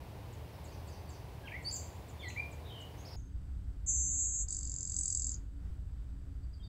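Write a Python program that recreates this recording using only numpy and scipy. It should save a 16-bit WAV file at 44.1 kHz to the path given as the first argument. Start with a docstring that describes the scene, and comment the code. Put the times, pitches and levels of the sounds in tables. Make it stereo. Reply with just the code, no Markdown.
"""Songbirds in two places. A meadow opens on far traffic hum; thin ticks start up, joined by faint calls
and lisps, then whistled phrases, a sharp squeak and a twitter, every note a gliding sine. At 3.16 s the
scene changes to a wetland thicket with a low rumble and far calls. A warbler sings its two-part buzz:
a high tone with a fast-fluttering pitch, then a slowing rattle of chips from the two sides of its syrinx.
A few faint pips and calls close the scene."""
import sys
import numpy as np
from scipy import signal
from scipy.fft import rfft, irfft, next_fast_len
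from scipy.io import wavfile
from scipy.ndimage import map_coordinates

SR = 44100
rng = np.random.default_rng(int(sys.argv[2]) if len(sys.argv) > 2 else 0)


def inscribe(sig):
    """Save sig as 16-bit PCM at rate SR to the path in sys.argv[1].

    A 1-D sig is mono; a 2-D sig holds one channel per row.
    Samples are clipped to [-1, 1] before scaling.
    """
    pcm = np.round(np.clip(np.atleast_2d(sig).T, -1, 1) * 32767)
    wavfile.write(sys.argv[1], SR, pcm.astype(np.int16))


N = 294588
T = np.arange(N) / SR


def amp(db):
    """Decibels to gain."""
    return 10 ** (np.asarray(db) / 20)

def along(points, hz):
    """Read a curve of (freq_hz, value) points on a log frequency axis."""
    freqs, values = np.transpose(points)
    return np.interp(np.log(hz + 1), np.log(freqs + 1), values)

def curves(rows):
    """One automation curve for each column after the time."""
    times, *columns = np.transpose(rows)
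    return [np.interp(T, times, column) for column in columns]

def wobble(rate):
    """A smooth random curve, rate knots a second."""
    return map_coordinates(rng.standard_normal(8192), [T * rate], mode="wrap")

def filtered(x, response):
    """Shape x by a frequency response."""
    size = next_fast_len(N + SR // 2)
    return irfft(rfft(x, size) * response(np.fft.rfftfreq(size, 1 / SR)), size)[..., :N]

def turns(hz):
    """Running phase of a moving pitch, in radians."""
    return 2 * np.pi * np.cumsum(hz) / SR

def add(track, start_s, sound):
    """Mix a sound into the track."""
    part = track[max(round(start_s * SR), 0):][:len(sound)]
    part += sound[:len(part)]

def noise(spectrum):
    """Coloured noise of rms 1."""
    x = filtered(rng.standard_normal(N), lambda hz: amp(along(spectrum, hz)))
    return x / np.sqrt(np.mean(x ** 2) + 1e-20)

def engine_hum(tones, waver_db, drift_hz, rate):
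    """Far engines: sines that waver in level and pitch."""
    return sum(amp(db + waver_db * wobble(rate)) * np.sqrt(2) * np.sin(turns(hz + drift_hz * wobble(rate)))
               for hz, db in tones)

# Colour of the meadow bed: freq_hz, relative_db
MEADOW_BED = [(20, -28), (35, -16), (55, -2.5), (80, 0.5), (130, -5.5), (220, -16.5), (400, -15.5),
              (950, -18), (1300, -28.5), (2500, -27.5), (4500, -32.5), (7000, -40), (15500, -39.5)]
# Stereo likeness of the bed: freq_hz, correlation
MEADOW_CORRELATION = [(60, 1), (130, 0.94), (290, 0.68), (640, 0.58), (1400, 0.42), (3100, -0.23),
                      (15000, 0.02)]
# Far engine tones: pitch_hz, level_db
MEADOW_ENGINES = [(78, -54), (118, -60.5), (177, -70.5), (292, -68)]

def meadow_air():
    """Far traffic and soft hiss, centred in the bass and wide in the treble."""
    def width(hz):
        angle = np.arccos(np.clip(along(MEADOW_CORRELATION, hz), -1, 1)) / 2
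        return np.array([np.cos(angle), np.sin(angle)])
    mid, side = filtered(np.array([noise(MEADOW_BED), noise(MEADOW_BED)]), width)
    bed = amp(-47.5 + .21 * wobble(3.7)) * np.array([mid + side, mid - side])
    engines = engine_hum(MEADOW_ENGINES, waver_db=1.5, drift_hz=.81, rate=5.07)
    return (bed + engines) * amp([[-.4], [.4]])

def whistles(notes, octave_db, edge, waver):
    """Gliding sines with a weak octave; edge is the share of a note that each fade takes."""
    song, unsteady = np.zeros(N), 1 + waver * wobble(250)
    for start_s, length_s, first, middle, last, db in notes:
        progress = np.linspace(0, 1, int(length_s * SR))
        pitch = np.polyval(np.polyfit([0, .5, 1], [first, middle, last], 2), progress)
        phase = turns(pitch * unsteady[int(start_s * SR) - len(pitch):][:len(pitch)])
        swell = np.sin(np.pi / 2 * np.clip(np.minimum(progress, 1 - progress) / edge, 0, 1))
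        tone = np.sin(phase) + amp(octave_db) * np.sin(2 * phase)
        add(song, start_s, amp(db) * swell * np.sqrt(2) * tone)
    return song

def repeated(call, cues):
    """The notes of one call, sung again at each cue."""
    return [(s + offset_s, *shape, db + accent_db) for s, db in cues for offset_s, *shape, accent_db in call]

def foliage(x, t60_s, gap_s, channels=2):
    """Diffuse scatter from leaves and trunks."""
    t = T[:SR]
    tail = rng.standard_normal((channels, SR)) * amp(-60 * t / t60_s) * (1 - np.exp(-(t / gap_s) ** 2))
    return signal.fftconvolve(x[None], tail / np.linalg.norm(tail[0]), axes=1)[:, :N]

def perch(song, lead_ms, pan_db, direct_db, wet_db, t60_s):
    """Place a bird among leaves; positive lead and pan make it earlier and louder on the left."""
    sides = np.array([[.5], [-.5]])
    direct = filtered(song, lambda hz: np.exp(2j * np.pi * hz * sides * lead_ms / 1000))
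    return amp(direct_db + pan_db * sides) * direct + amp(wet_db) * foliage(song, t60_s, gap_s=.0039)

# One tick: offset_s, length_s, first_hz, middle_hz, last_hz, accent_db
TICK_CALL = [(0, .027, 8650, 7350, 5950, 0)]
# Tick cues: start_s, level_db
TICK_CUES = [(.320, -50.5), (.638, -45.5), (.870, -47), (1.087, -45), (1.621, -48.5), (2.080, -46.5),
             (2.294, -44), (2.511, -47), (2.798, -48.5)]

def ticking_bird():
    """Thin ticks, each one steep downward slur."""
    song = whistles(repeated(TICK_CALL, TICK_CUES), octave_db=-43, edge=.3, waver=.014)
    return perch(song, lead_ms=.0076, pan_db=-3, direct_db=-16.5, wet_db=-16.5, t60_s=.3)

# Far meadow calls: start_s, length_s, first_hz, middle_hz, last_hz, level_db
DISTANT_NOTES = [(.51, .07, 5700, 5200, 4820, -65), (2.645, 0.089, 3730, 3706, 3560, -56),
                 (2.68, .19, 3300, 3010, 2950, -53.5), (2.975, 0.045, 6150, 6410, 7000, -57.5)]

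def distant_bird():
    """Faint, wavering slurs from across the meadow."""
    song = whistles(DISTANT_NOTES, octave_db=-37, edge=.27, waver=.025)
    return perch(song, lead_ms=-.094, pan_db=-3.5, direct_db=1.5, wet_db=-3, t60_s=.54)

# One lisp: offset_s, length_s, first_hz, middle_hz, last_hz, accent_db
LISP_CALL = [(0, .034, 4480, 4686, 5340, 0.078), (.04, .026, 6170, 6050, 5550, 0),
             (.062, .018, 5450, 4880, 4350, 1)]
# Lisp cues: start_s, level_db
LISP_CUES = [(.673, -59.5), (.873, -58), (1.079, -59)]

def lisping_bird():
    """A soft three-note call: up, a high note, down."""
    song = whistles(repeated(LISP_CALL, LISP_CUES), octave_db=-37, edge=.11, waver=.015)
    return perch(song, lead_ms=-.085, pan_db=-4, direct_db=-2, wet_db=-3, t60_s=.46)

# Whistled phrases: start_s, length_s, first_hz, middle_hz, last_hz, level_db
WHISTLE_NOTES = [(1.436, 0.039, 1620, 1630, 1450, -52.5), (1.452, 0.031, 3290, 3120, 3030, -47.5),
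                 (1.471, 0.018, 3060, 2530, 1900, -39.5), (1.508, .027, 1600, 1760, 1900, -51),
                 (1.519, 0.0089, 2500, 2305, 2050, -36.5), (1.530, 0.047, 1862, 2036, 2330, -39),
                 (2.190, 0.035, 3560, 3500, 2960, -40.5), (2.222, 0.075, 2410, 1990, 2034, -42),
                 (2.223, .072, 4630, 4066, 3980, -43.5), (2.300, 0.0094, 1970, 2540, 3100, -41),
                 (2.360, 0.031, 1853, 2340, 2220, -38.5), (2.372, 0.042, 2312, 2373, 2416, -31.5)]

def whistling_bird():
    """Two quick phrases of lower glides, a little to the left."""
    song = whistles(WHISTLE_NOTES, octave_db=-26.5, edge=.23, waver=.0038)
    return perch(song, lead_ms=.12, pan_db=2, direct_db=-4.5, wet_db=-8, t60_s=.39)

# The squeak: start_s, length_s, first_hz, middle_hz, last_hz, level_db
SQUEAK_NOTES = [(1.643, 0.064, 4445, 4630, 5170, -29.5), (1.702, 0.008, 7430, 6300, 6300, -43),
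                (1.711, 0.008, 7560, 7120, 6650, -33), (1.724, 0.0086, 8500, 7190, 6870, -27.5),
                (1.730, 0.023, 7500, 7470, 6440, -29), (1.748, 0.026, 7380, 6700, 5620, -32),
                (2.280, 0.019, 7500, 6740, 5470, -41)]

def squeaking_bird():
    """A rising note that breaks into sharp, high, falling slurs."""
    song = whistles(SQUEAK_NOTES, octave_db=-18.5, edge=.65, waver=.0055)
    return perch(song, lead_ms=-.026, pan_db=3, direct_db=-8, wet_db=-8.5, t60_s=.46)

# One twitter note: offset_s, length_s, first_hz, middle_hz, last_hz, accent_db
TWITTER_CALL = [(0, 0.045, 4100, 5480, 3800, 0)]
# Twitter cues: start_s, level_db
TWITTER_CUES = [(3.048, -44.5), (3.101, -45.5), (3.125, -52)]

def twittering_bird():
    """Three quick arches of pitch on the right."""
    song = whistles(repeated(TWITTER_CALL, TWITTER_CUES), octave_db=-35, edge=.2, waver=.022)
    return perch(song, lead_ms=-.085, pan_db=-5, direct_db=-4, wet_db=-11.5, t60_s=.45)

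# Colour of the thicket's rumble: freq_hz, relative_db
THICKET_RUMBLE = [(15, -10.5), (30, -8), (45, -0.5), (60, -1), (85, -6), (120, -14), (200, -28), (330, -32),
                  (520, -41.5), (1100, -47), (1450, -45.5), (2300, -54), (4800, -58.5), (12000, -66),
                  (15500, -68)]
# Colour of its hiss: freq_hz, relative_db
RINGING_HISS = [(2500, -31), (3050, 3.5), (3400, -3.5), (3700, 4), (4200, -23.5), (4700, 7), (5400, -18),
                (6500, -7.5), (7300, -3.5), (7800, 9.5), (8600, -7), (11000, -35.5)]
# Far engine tones: pitch_hz, level_db
THICKET_ENGINES = [(59, -48.5), (180, -67), (277, -68.5)]

def thicket_air():
    """A mono bed: lumpy far rumble and engines under a faint, ringing hiss."""
    rumble = amp(-43 + 1.23 * wobble(7.6)) * noise(THICKET_RUMBLE)
    engines = engine_hum(THICKET_ENGINES, waver_db=4, drift_hz=6, rate=16)
    return rumble + amp(-81.5) * noise(RINGING_HISS) + engines

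# Far thicket calls: start_s, length_s, first_hz, middle_hz, last_hz, level_db
NEIGHBOUR_NOTES = [(3.160, 0.019, 6850, 6760, 6500, -63), (3.165, .046, 6300, 6320, 6400, -72),
                   (3.248, .022, 6400, 6380, 6650, -70.5), (6.592, 0.037, 3300, 3220, 3190, -69.5),
                   (6.618, 0.049, 3650, 3640, 3640, -66)]
# One slightly falling pip: offset_s, length_s, first_hz, middle_hz, last_hz, accent_db
PIP_CALL = [(0, .03, 4930, 4680, 4600, 0)]
# Pip cues: start_s, level_db
PIP_CUES = [(6.425, -75), (6.528, -66.5), (6.630, -63)]

def neighbours():
    """Far birds call through the leaves before and after the warbler."""
    calls = whistles(NEIGHBOUR_NOTES, octave_db=-40, edge=.42, waver=.0073)
    calls += whistles(repeated(PIP_CALL, PIP_CUES), octave_db=-40, edge=.45, waver=.0268)
    return calls + amp(-1.5) * foliage(calls, t60_s=.24, gap_s=.0059, channels=1)

# The warbler's opening note: time_s, centre_hz, level_db
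FLUTTER_CONTOUR = [(3.885, 6970, -31), (3.94, 6910, -33), (4.02, 6914, -34.5), (4.12, 6960, -35),
                   (4.21, 7150, -33), (4.31, 7040, -36), (4.43, 7150, -34.5)]

def warbler_flutter(start_s=3.86, first_rate_hz=243, last_rate_hz=220, settle_s=.27):
    """A high tone whose pitch swings over two hundred times a second; returns it and its octave."""
    centre_hz, level_db = curves(FLUTTER_CONTOUR)
    rate_hz = last_rate_hz + (first_rate_hz - last_rate_hz) * np.exp(-np.maximum(T - start_s, 0) / settle_s)
    cycle = turns(rate_hz * (1 + .003 * wobble(60)))
    swing_hz = 600 * np.cos(cycle) + 170 * np.sin(2 * cycle) - 90 * np.cos(2 * cycle)  # lingers at the top
    sway_hz = 60 * np.sin(cycle / 3 + .25 * wobble(30))  # a three-swing pattern roughens the buzz
    phase = turns(centre_hz + swing_hz + sway_hz + 25 * wobble(500))
    gate_db = np.interp(T, [3.857, 3.864, 3.888, 4.425, 4.455, 4.475], [-83, -15.5, -1, -2, -29, -92])
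    throb = 1 + .067 * np.cos(2 * cycle) + .22 * np.cos(cycle)  # loudest near the top of the swing
    swell = amp(level_db + gate_db - .3 + .67 * wobble(45)) * throb * np.sqrt(2)
    octave = swell ** 2 * amp(-13) * np.sin(2 * phase)  # grows with effort
    return swell * np.sin(phase), octave

# Pace of the rattle: time_s, chips_per_s
RATTLE_PACE = [(4.49, 49.66), (4.711, 45.06), (5.112, 43.26), (5.342, 40.05)]
# Effort of the rattle: time_s, level_db
RATTLE_EFFORT = [(4.485, -34), (4.52, -29.5), (4.55, -33), (4.66, -37), (4.94, -31.5), (4.975, -25.5),
                 (5.1, -30), (5.15, -25), (5.21, -30), (5.295, -30), (5.343, -38.5), (5.367, -57.5)]

def chip_cues(start_s=4.4848, end_s=5.375, easy_db=-32, easy_hz=7496, hz_per_db=44.5):
    """Slowing chips, louder and higher with effort: time_s, high_db, pitch_hz, low_db."""
    rate, = curves(RATTLE_PACE)
    beats = np.cumsum(rate * (T >= start_s) * (T < end_s)) / SR
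    times = T[np.flatnonzero(np.diff(np.ceil(beats)))]
    push_scatter, pitch_scatter, low_scatter = rng.standard_normal((len(times), 3)).T
    push_db = np.interp(times, *np.transpose(RATTLE_EFFORT)) - easy_db + 1.17 * push_scatter
    sag_hz = 750 * np.exp((times - end_s) / .07)  # the last chips droop
    pitch_hz = easy_hz + hz_per_db * push_db - sag_hz + 109 * pitch_scatter
    low_db = -47.5 + .26 * push_db + 2 * low_scatter  # the low voice follows effort only a little
    return np.transpose([times, easy_db + push_db, pitch_hz, low_db])

def low_flick(offset_s, centre_hz, slope_hz, width_s=.000635):
    """A tiny gliding pulse from the low side of the syrinx; it moves slope_hz per width."""
    widths = offset_s / width_s
    return np.sin(turns(np.clip(centre_hz + slope_hz * widths, 3000, 6500))) / np.cosh(widths)

def warbler_rattle(peak_s=.0023, rise_s=.0022, fall_s=.0029, drop_hz=1400):
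    """In each chip the low side of the syrinx flicks up, the high side arches, the low side flicks down."""
    song, t = np.zeros(N), T[:SR // 50] - .01
    from_peak = t - peak_s
    away = from_peak / np.where(from_peak < 0, rise_s, fall_s)
    crest = np.exp(-(from_peak / .0011) ** 2)  # the push of air peaks at the top of the arch
    skirt = amp(-6) * np.exp(-np.abs(away / 1.48) ** 3)
    for time_s, high_db, pitch_hz, low_db in chip_cues():
        bend, detune, timing, closing = rng.standard_normal(4)
        steepness = 1 + .24 * np.clip(bend, -2, 2)
        arch_hz = pitch_hz + 280 - drop_hz * np.log2(1 + (1.3 * away) ** 2) * steepness
        high = amp(high_db + 1) * np.sin(turns(np.maximum(arch_hz, 4000))) * (crest + skirt)
        onset = low_flick(t + .0018 + .0003 * timing, 4800 + 200 * detune, slope_hz=550)
        release = amp(-7 + 4 * np.clip(closing, -2, 1)) * low_flick(t - .0055, 4800, slope_hz=-400)
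        add(song, time_s + t[0], high + amp(low_db + 8) * (onset + release))
    return song

# Colour of the warbler's voice: freq_hz, gain_db
BEAK_EQ = [(3000, -23), (3850, -12), (4250, -30.5), (4550, -3.5), (5150, -4.5), (5550, -22.5), (6200, 4),
           (7900, 1.5), (8400, -15), (9000, -26)]

def warbler(echo_s=.0122, echo_db=-12):
    """Flutter and rattle, coloured by the beak, with one ground echo and leaf scatter."""
    flutter, octave = warbler_flutter()
    song = filtered(flutter + warbler_rattle(), lambda hz: amp(along(BEAK_EQ, hz))) + octave
    echo = amp(echo_db) * np.interp(T - echo_s, T, song)
    bush = amp(-5) * foliage(song, t60_s=.115, gap_s=.001, channels=1)
    trees = amp(-21) * foliage(song, t60_s=.3, gap_s=.01, channels=1)
    return amp(-3) * (song + echo + bush + trees)

def scene(change_s=3.16, crossfade_s=.004):
    """The meadow gives way at once to the thicket."""
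    meadow = (meadow_air() + ticking_bird() + distant_bird() + lisping_bird()
              + whistling_bird() + squeaking_bird() + twittering_bird())
    thicket = thicket_air() + neighbours() + warbler()
    blend = np.clip((T - change_s) / crossfade_s + .5, 0, 1)
    return (1 - blend) * meadow + blend * thicket

def record(dry, fade_s=.004, top_hz=15750):
    """Quick fades at both ends, then a brick-wall low-pass."""
    fades = np.clip(np.minimum(T, T[-1] - T) / fade_s, 0, 1)
    return filtered(dry * fades, lambda hz: hz < top_hz)


dry = scene()
out = record(dry)
inscribe(out)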